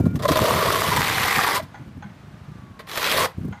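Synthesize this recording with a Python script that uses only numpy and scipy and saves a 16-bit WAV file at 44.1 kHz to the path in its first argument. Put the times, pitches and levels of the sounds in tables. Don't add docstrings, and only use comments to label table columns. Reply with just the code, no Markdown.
import sys
import numpy as np
from scipy import signal
from scipy.fft import rfft, irfft
from scipy.io import wavfile
from scipy.ndimage import uniform_filter1d

SR = 44100
rng = np.random.default_rng(int(sys.argv[2]) if len(sys.argv) > 2 else 0)


def dump_mix(stems):
    frames = np.atleast_2d(stems).T
    limited = np.clip(frames, -1, 1)
    pcm = np.round(limited * 32767).astype(np.int16)
    wavfile.write(sys.argv[1], SR, pcm)


def volts_from_decibels(level):
    exponent = np.asarray(level, float) / 20
    return 10 ** exponent


N = 158760


def evened(x):
    return x / np.sqrt(np.mean(x ** 2) + 1e-20)


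def read(points, hz):
    f, value = np.transpose(points)
    return np.interp(np.log(hz + 1), np.log(f + 1), value)


def colour(x, points):
    log_gain = read(points, abs(np.fft.fftfreq(4096, 1 / SR))) * np.log(10) / 20
    min_phase = np.exp(np.conj(signal.hilbert(log_gain)))
    taps = np.fft.ifft(min_phase).real[:2048]
    return signal.oaconvolve(x, taps)[:len(x)]


def resonate(x, hz, width_hz):
    turn = np.exp(2j * np.pi * np.cumsum(hz * np.ones(len(x))) / SR)
    r = np.exp(-np.pi * width_hz / SR)
    return 2 * (turn * signal.lfilter([1 - r], [1, -r], x / turn + 1e-18)).real


def drift(low_hz, top_hz):
    f = np.fft.rfftfreq(N, 1 / SR)
    shape = (f > low_hz) / np.sqrt(1 + f) / (1 + (f / top_hz) ** 4)
    return evened(irfft(rfft(rng.standard_normal(N)) * shape, N))


def clicks(per_s, spread_db):
    size_db = spread_db * np.minimum(rng.exponential(1, N), 3.5)
    size = volts_from_decibels(size_db) * rng.choice([-1., 1.], N)
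    return evened(size * (rng.random(N) < per_s / SR))


# (time [s], level [dB])
GUSTS = [(0., -19.5), (.12, -27), (.6, -37), (1.1, -35), (1.7, -45), (2.0, -45), (2.7, -43.5), (2.95, -52),
         (3.2, -32), (3.33, -54), (3.45, -25.5), (3.6, -53)]
# (time [s], level [dB], length [s])
THUMPS = [(0.006, -17.5, 0.012), (0.065, -13.5, 0.011), (0.164, -16.5, 0.0051), (0.311, -14.5, 0.0095),
          (0.419, -19, 0.016), (0.542, -23, 0.041), (0.681, -28, 0.016), (0.893, -29, 0.025),
          (0.99, -26, 0.042), (1.381, -24.5, 0.011), (1.632, -33.5, 0.017), (1.814, -35, 0.022),
          (1.879, -34, 0.02), (1.976, -32, 0.012), (2.062, -38, 0.017), (2.278, -39.5, 0.01),
          (2.345, -37.5, 0.012), (2.491, -38.5, 0.012), (2.643, -43, 0.024), (3.205, -39, 0.022),
          (3.385, -26.5, 0.011), (3.409, -27, 0.01), (3.454, -34, 0.021), (3.485, -22.5, 0.005),
          (3.515, -28.5, 0.0062)]
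# (frequency [Hz], level [dB per Hz])
WIND_SPECTRUM = [(25, -44), (55, -13.5), (95, -3), (135, -3.5), (190, -5.5), (270, -13.5), (400, -26.5),
                 (1500, -61)]


def wind():
    t = np.arange(N) / SR
    level = volts_from_decibels(np.interp(t, *np.transpose(GUSTS)) + 3.5 * drift(21, 45))
    for s, db, length_s in THUMPS:
        thump = volts_from_decibels(db) * np.exp(-((t - s) / max(length_s, .005)) ** 2)
        level = np.hypot(level, thump)
    air = rng.standard_normal(N)
    rumble = colour(air * level, WIND_SPECTRUM) / np.std(colour(air, WIND_SPECTRUM))
    flap = resonate(resonate(air, 210, 147), 210, 147)
    return rumble + volts_from_decibels(9.5) * level ** 2 * evened(flap)


# (frequency [Hz], level [dB per Hz])
YARD_SPECTRUM = [(300, -5), (620, -2), (1000, -1.5), (1500, -3), (2300, -9), (4000, -15.5), (8000, -25),
                 (15500, -34)]


def yard():
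    wash = colour(rng.standard_normal(N), [(100, -30)] + YARD_SPECTRUM)
    return volts_from_decibels(-53 + .8 * drift(.5, 5)) * evened(wash)


# (start [s], length [s], start pitch [Hz], end pitch [Hz], level [dB])
WHINES = [
    (0., .19, 1385, 1440, -48),
    (0., .15, 2335, 2325, -57),
    (2.38, .8, 1235, 950, -54),
    (1.7, 1.9, 614, 613, -64),
]


def whines():
    t, out = np.arange(N) / SR, np.zeros(N)
    for s, length_s, from_hz, to_hz, db in WHINES:
        u = np.clip((t - s) / length_s, 0, 1)
        hz = from_hz + (to_hz - from_hz) * u + 4 * drift(2, 15)
        already_on = s <= .01
        fade = np.clip(np.minimum(u + already_on, 1 - u) * 4, 0, 1)
        out += volts_from_decibels(db + 1.8 * drift(4, 30)) * fade * np.sin(2 * np.pi * np.cumsum(hz) / SR)
    return out


# (time [s], pressure [dB], blade flex [0-1], edge bite [0-1])
STROKES = [
    [(.28, -29.5, 1, 0.7), (.34, -35, 0.9, 0.25), (.45, -28, 1., 0.87), (.75, -28, 0.86, 0.77),
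     (.95, -28.5, 0.49, 0.8), (1.19, -28, 0.36, 0.62), (1.42, -27, 0.25, 1), (1.575, -29, 0.59, 0.8),
     (1.625, -60, 0.53, 0.7)],
    [(2.868, -60, 0.67, 0.5), (2.89, -41.5, 0.37, 0.6), (2.96, -34, 0.61, 0.33), (3.04, -28, 0.41, 0.18),
     (3.135, -28, 0.52, 0.1), (3.18, -24, 0.7, 0.3), (3.255, -26.5, 0.78, 0.77), (3.28, -48, 0.4, 1),
     (3.32, -60, 0.5, 0.8)],
]


def stroke_motion():
    t = np.arange(N) / SR
    rows = np.array([row for stroke in STROKES for row in stroke])
    flex, bite = (np.interp(t, rows[:, 0], np.clip(rows[:, k], 0, 1.5)) - .5 for k in (2, 3))
    press = np.zeros(N)
    for stroke in STROKES:
        s, db = np.transpose(stroke)[:2]
        press += volts_from_decibels(np.interp(t, s, db, left=-120, right=-120))
    return press * volts_from_decibels(1.5 * drift(23, 230)), flex, bite


# (time [s], peak [dB], length [s], blade ring over grit [dB])
JUDDERS = [(0.053, -36, 0.012, 15), (0.155, -29, 0.011, -3.5), (0.19, -31.5, 0.024, 11),
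           (0.221, -24.5, 0.043, 0.5), (0.253, -15.5, 0.0054, 10), (0.284, -12.5, 0.014, 6.5),
           (0.315, -13.5, 0.02, 3), (0.355, -14, 0.0091, 13), (0.369, -14.5, 0.0096, -7.5),
           (0.417, -14, 0.0047, 2), (0.962, -14, 0.012, 0), (1.225, -20, 0.012, 14),
           (1.554, -20.5, 0.019, -10), (1.595, -30, 0.0095, 11), (1.623, -39, 0.023, -4),
           (2.792, -32, 0.018, 11.5), (2.87, -34.5, 0.01, 10), (2.915, -26, 0.004, 4),
           (2.965, -24, 0.006, 9), (2.973, -14.5, 0.0091, 0.5), (3.042, -21, 0.012, -8),
           (3.113, -14, 0.017, -3)]


def judder(grit, ring):
    t = np.arange(N) / SR
    for s, db, length_s, ring_db in JUDDERS:
        u = np.clip((t - s) / max(length_s, .003), 0, 30)
        burst = volts_from_decibels(db) * np.sqrt(u) * np.exp(-2 * u ** 0.95)
        grit = np.hypot(grit, burst * volts_from_decibels(-ring_db / 2))
        ring = np.hypot(ring, burst * volts_from_decibels(ring_db / 2))
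    return grit, ring


def sparks(count=24):
    out, t = np.zeros(N), np.arange(130) / SR
    per_s, spread_db = 1500, 3.2
    for hz in np.geomspace(2500, 14000, count):
        ping = np.sin(2 * np.pi * hz * t) * volts_from_decibels(-60 * t / .003) * np.minimum(t / .0002, 1)
        out += signal.oaconvolve(clicks(per_s / count, spread_db), ping)[:N]
    return out


def slurry():
    flow_share = 0.8
    fine = flow_share * rng.standard_normal(N) + (1 - flow_share) * clicks(per_s=6300, spread_db=3.5)
    pings = evened(colour(sparks(), [(2000, -7), (14000, 9.5)]))
    return evened(fine) + volts_from_decibels(-9) * pings


def patchy(x):
    z = signal.stft(x, nperseg=256)[2]
    field = uniform_filter1d(rng.standard_normal(z.shape), size=5, axis=0)
    field = uniform_filter1d(field, size=9, axis=1)
    return signal.istft(z * volts_from_decibels(1.6 * evened(field)), nperseg=256)[1][:N]


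# (frequency [Hz], level [dB per Hz])
GRIT_SPECTRUM = [(150, -18.5), (500, -2), (2000, -1.5), (5000, -7.5), (7400, -13.5), (10500, -14),
                 (13000, -11.5), (15500, -20.5)]


def direct_grit(fine, grit):
    flicker = volts_from_decibels(1.62 * drift(140, 970))
    scrape = colour(fine * grit * flicker, GRIT_SPECTRUM)
    return patchy(scrape) / np.std(colour(fine, GRIT_SPECTRUM))


# (frequency [Hz], width [Hz], level [dB], gain by flex [dB], gain by bite [dB])
BLADE_MODES = [(442, 111, -7, 14.5, 1), (629.6, 48, -3, 13, -1.5), (725, 150, -4.5, 0.5, 7.5),
               (1011, 96, -2.5, 5.5, 8), (1198, 162, -4.5, 3.5, 7), (1607, 180, -5, -7.5, 4.5),
               (1930, 275, -4.5, -12.5, 5.5), (2520, 280, -7.5, -33, -10.5), (3340, 740, -7, -5, -12),
               (4820, 930, -12.5, -6.5, -14)]


def blade_ring(drive, flex, bite):
    out = np.zeros(N)
    for k, (hz, width_hz, db, flex_db, bite_db) in enumerate(BLADE_MODES):
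        gain = volts_from_decibels(db + flex_db * flex + bite_db * bite) / np.sqrt(width_hz / SR)
        mode_hz = hz * (1 + 0.024 * drift(.4, 4.9))
        out += (-1) ** k * gain * resonate(drive, mode_hz, width_hz)
    return out


def trowel():
    press, flex, bite = stroke_motion()
    grit, ring = judder(press, press * volts_from_decibels(.8 * drift(30, 200)))
    fine = slurry()
    coarse = clicks(per_s=1800, spread_db=2)
    drive = ring * evened(coarse + 0.23 * fine)
    out = volts_from_decibels(0.5) * direct_grit(fine, grit) + volts_from_decibels(3.5 - 9) * blade_ring(drive, flex, bite)
    hollow_hz = 700 + 300 * flex
    return out - .8 * resonate(out, hollow_hz, 150)


# (time [s], peak [dB], pitch [Hz])
SNAPS = [(0.2545, -16, 560), (0.3741, -7.5, 566), (0.3919, -3, 1090), (0.5086, -4.5, 1030),
         (0.5399, -6, 1100), (0.6491, -8, 1080), (0.6775, -10, 1040), (0.7047, -2, 1230),
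         (0.7267, -12, 1290), (0.7402, -15, 1100), (0.8204, -4, 1180), (0.8455, -11, 1100),
         (0.8946, -15, 1870), (0.9716, -11, 1150), (1.0085, -9, 1030), (1.0183, -5.5, 1810),
         (1.0298, -6, 1660), (1.074, -8.5, 2350), (1.082, -15, 2520), (1.1003, -7, 1100),
         (1.1183, -14, 2420), (1.183, -5.5, 1780), (1.2079, -10, 1960), (1.2329, -4, 2330),
         (1.2398, -7, 1990), (1.2684, -10, 1250), (1.28, -8, 1280), (1.321, -10, 1120), (1.363, -4.5, 1930),
         (1.3915, -5, 1220), (1.4462, -6.5, 1110), (1.4882, -4, 1070), (2.9155, -15, 3450),
         (2.9427, -22, 646), (2.9749, -9, 1370), (3.019, -13, 1190), (3.043, -10, 2630),
         (3.0518, -10, 1420), (3.0668, -9, 2630), (3.087, -9, 1390), (3.1165, -3.5, 3250),
         (3.1249, -6, 1850), (3.1474, -18, 530), (3.1752, -25, 610), (3.1857, -22, 560), (3.2467, -9, 1110)]


def snaps():
    t, out = np.arange(700) / SR, np.zeros(N)
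    for (s, db, hz), sign in zip(SNAPS, rng.choice([-1., 1.], len(SNAPS))):
        decay = volts_from_decibels(-60 * t * hz / 9)
        ring = decay * np.sin(2 * np.pi * hz * t) * np.minimum(t * hz * 4, 1)
        tick = volts_from_decibels(-12 - 60 * t / 0.003) * rng.standard_normal(len(t))
        start = round((s - .2 / hz) * SR)
        out[start:][:len(t)] += sign * volts_from_decibels(db - 2) * (ring / abs(ring).max() + tick)
    return out


# (time [s], level [dB], length [s], pitch [Hz])
SINGS = [(.256, -16.5, .005, 1052), (.257, -16.5, 0.0085, 574.7), (0.447, -16, 0.0052, 594),
         (0.334, -25, .008, 1077), (.475, -22.5, .008, 614), (0.505, -23, 0.011, 1117),
         (0.618, -19.5, 0.016, 1146), (0.685, -19.5, .009, 1070), (0.707, -19, .006, 1216),
         (.745, -25, 0.011, 1088), (.791, -18, 0.0062, 1070), (.846, -20, 0.0038, 1115),
         (0.923, -18.5, 0.0078, 1015), (0.983, -22, 0.0091, 993), (1.393, -22.5, 0.0057, 1173),
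         (1.45, -25, 0.008, 1107), (1.481, -21.5, 0.015, 1003), (1.542, -22, 0.0089, 1063),
         (1.569, -22.5, 0.013, 1037), (1.602, -26, 0.0058, 640), (3.167, -26.5, 0.014, 516.6),
         (3.19, -26.5, .012, 1144), (3.215, -22, 0.015, 1074), (3.24, -21, 0.008, 1114),
         (3.249, -29.5, 0.013, 520)]


def sings():
    half = 1500
    t, out, waver = np.arange(-half, half) / SR, np.zeros(N), drift(20, 150)
    for s, db, length_s, hz in SINGS:
        span = slice(round(s * SR) - half, round(s * SR) + half)
        swell = volts_from_decibels(db + 2) * np.exp(-(t / np.clip(length_s, .003, .016)) ** 2)
        phase = 2 * np.pi * np.cumsum(hz * (1 + 0.028 * waver[span])) / SR
        out[span] += swell * np.sin(phase)
    return out


def echo(x):
    t, t60_s = np.arange(SR // 3) / SR, .22
    scatter = rng.standard_normal(len(t)) * volts_from_decibels(-60 * t / t60_s) * (t > .006)
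    taps = colour(scatter, [(1200, 2), (9000, -8)])
    return volts_from_decibels(-21) * signal.oaconvolve(x, taps / np.linalg.norm(taps))[:N]


# (time [s], peak [dB])
KNOCKS = [
    (1.745, -41.5),
    (2.028, -40.5),
    (3.527, -41),
]
# (frequency [Hz], level [dB], t60 [s])
KNOCK_MODES = [(852, -4.5, .045), (1015, -3.5, 0.032), (1250, -4, 0.027), (1485, -3, 0.031),
               (1730, -8, 0.026), (2065, -4, 0.021), (3310, -11, 0.012), (4260, -18, .012),
               (6500, -16, 0.013)]


def knocks():
    t, out = np.arange(SR // 5) / SR, np.zeros(N)
    for s, db in KNOCKS:
        ring = np.zeros(len(t))
        for hz, mode_db, t60_s in KNOCK_MODES:
            tone = np.sin(2 * np.pi * hz * rng.uniform(0.95, 1.03) * t)
            ring += volts_from_decibels(mode_db - 60 * t / t60_s) * np.minimum(t / 0.00086, 1) * tone
        echoes = rng.standard_normal(len(t)) * (rng.random(len(t)) < .05)
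        echoes *= volts_from_decibels(-60 * t / .3) * np.minimum(t / .005, 1)
        echoes *= 1 + .5 * (t < .024)
        hit = signal.fftconvolve(ring, echoes)[:len(t)]
        part = out[round((s - .007) * SR):][:len(t)]
        part += volts_from_decibels(db + 11) * (hit / abs(hit).max())[:len(part)]
    return out


# (frequency [Hz], level re mid [dB])
SIDE_SPECTRUM = [(30, -22), (130, -36), (1000, -30), (2500, -21), (15000, -16.5)]


def scene():
    near = trowel() + snaps() + sings()
    mid = wind() + yard() + whines() + near + echo(near) + knocks()
    side = colour(mid, SIDE_SPECTRUM) * drift(8, 40)
    return np.array([mid + side, mid - side])


def low_pass(x):
    return signal.sosfilt(signal.butter(12, 15790, fs=SR, output="sos"), x)


def record(dry):
    limited = 1.1 * np.tanh(dry / 1.1)
    lowpass = signal.firwin(255, 15480, fs=SR)
    mix = signal.oaconvolve(limited, lowpass[None], "same")
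    return low_pass(mix)


dry = scene()
out = record(dry)
dump_mix(out)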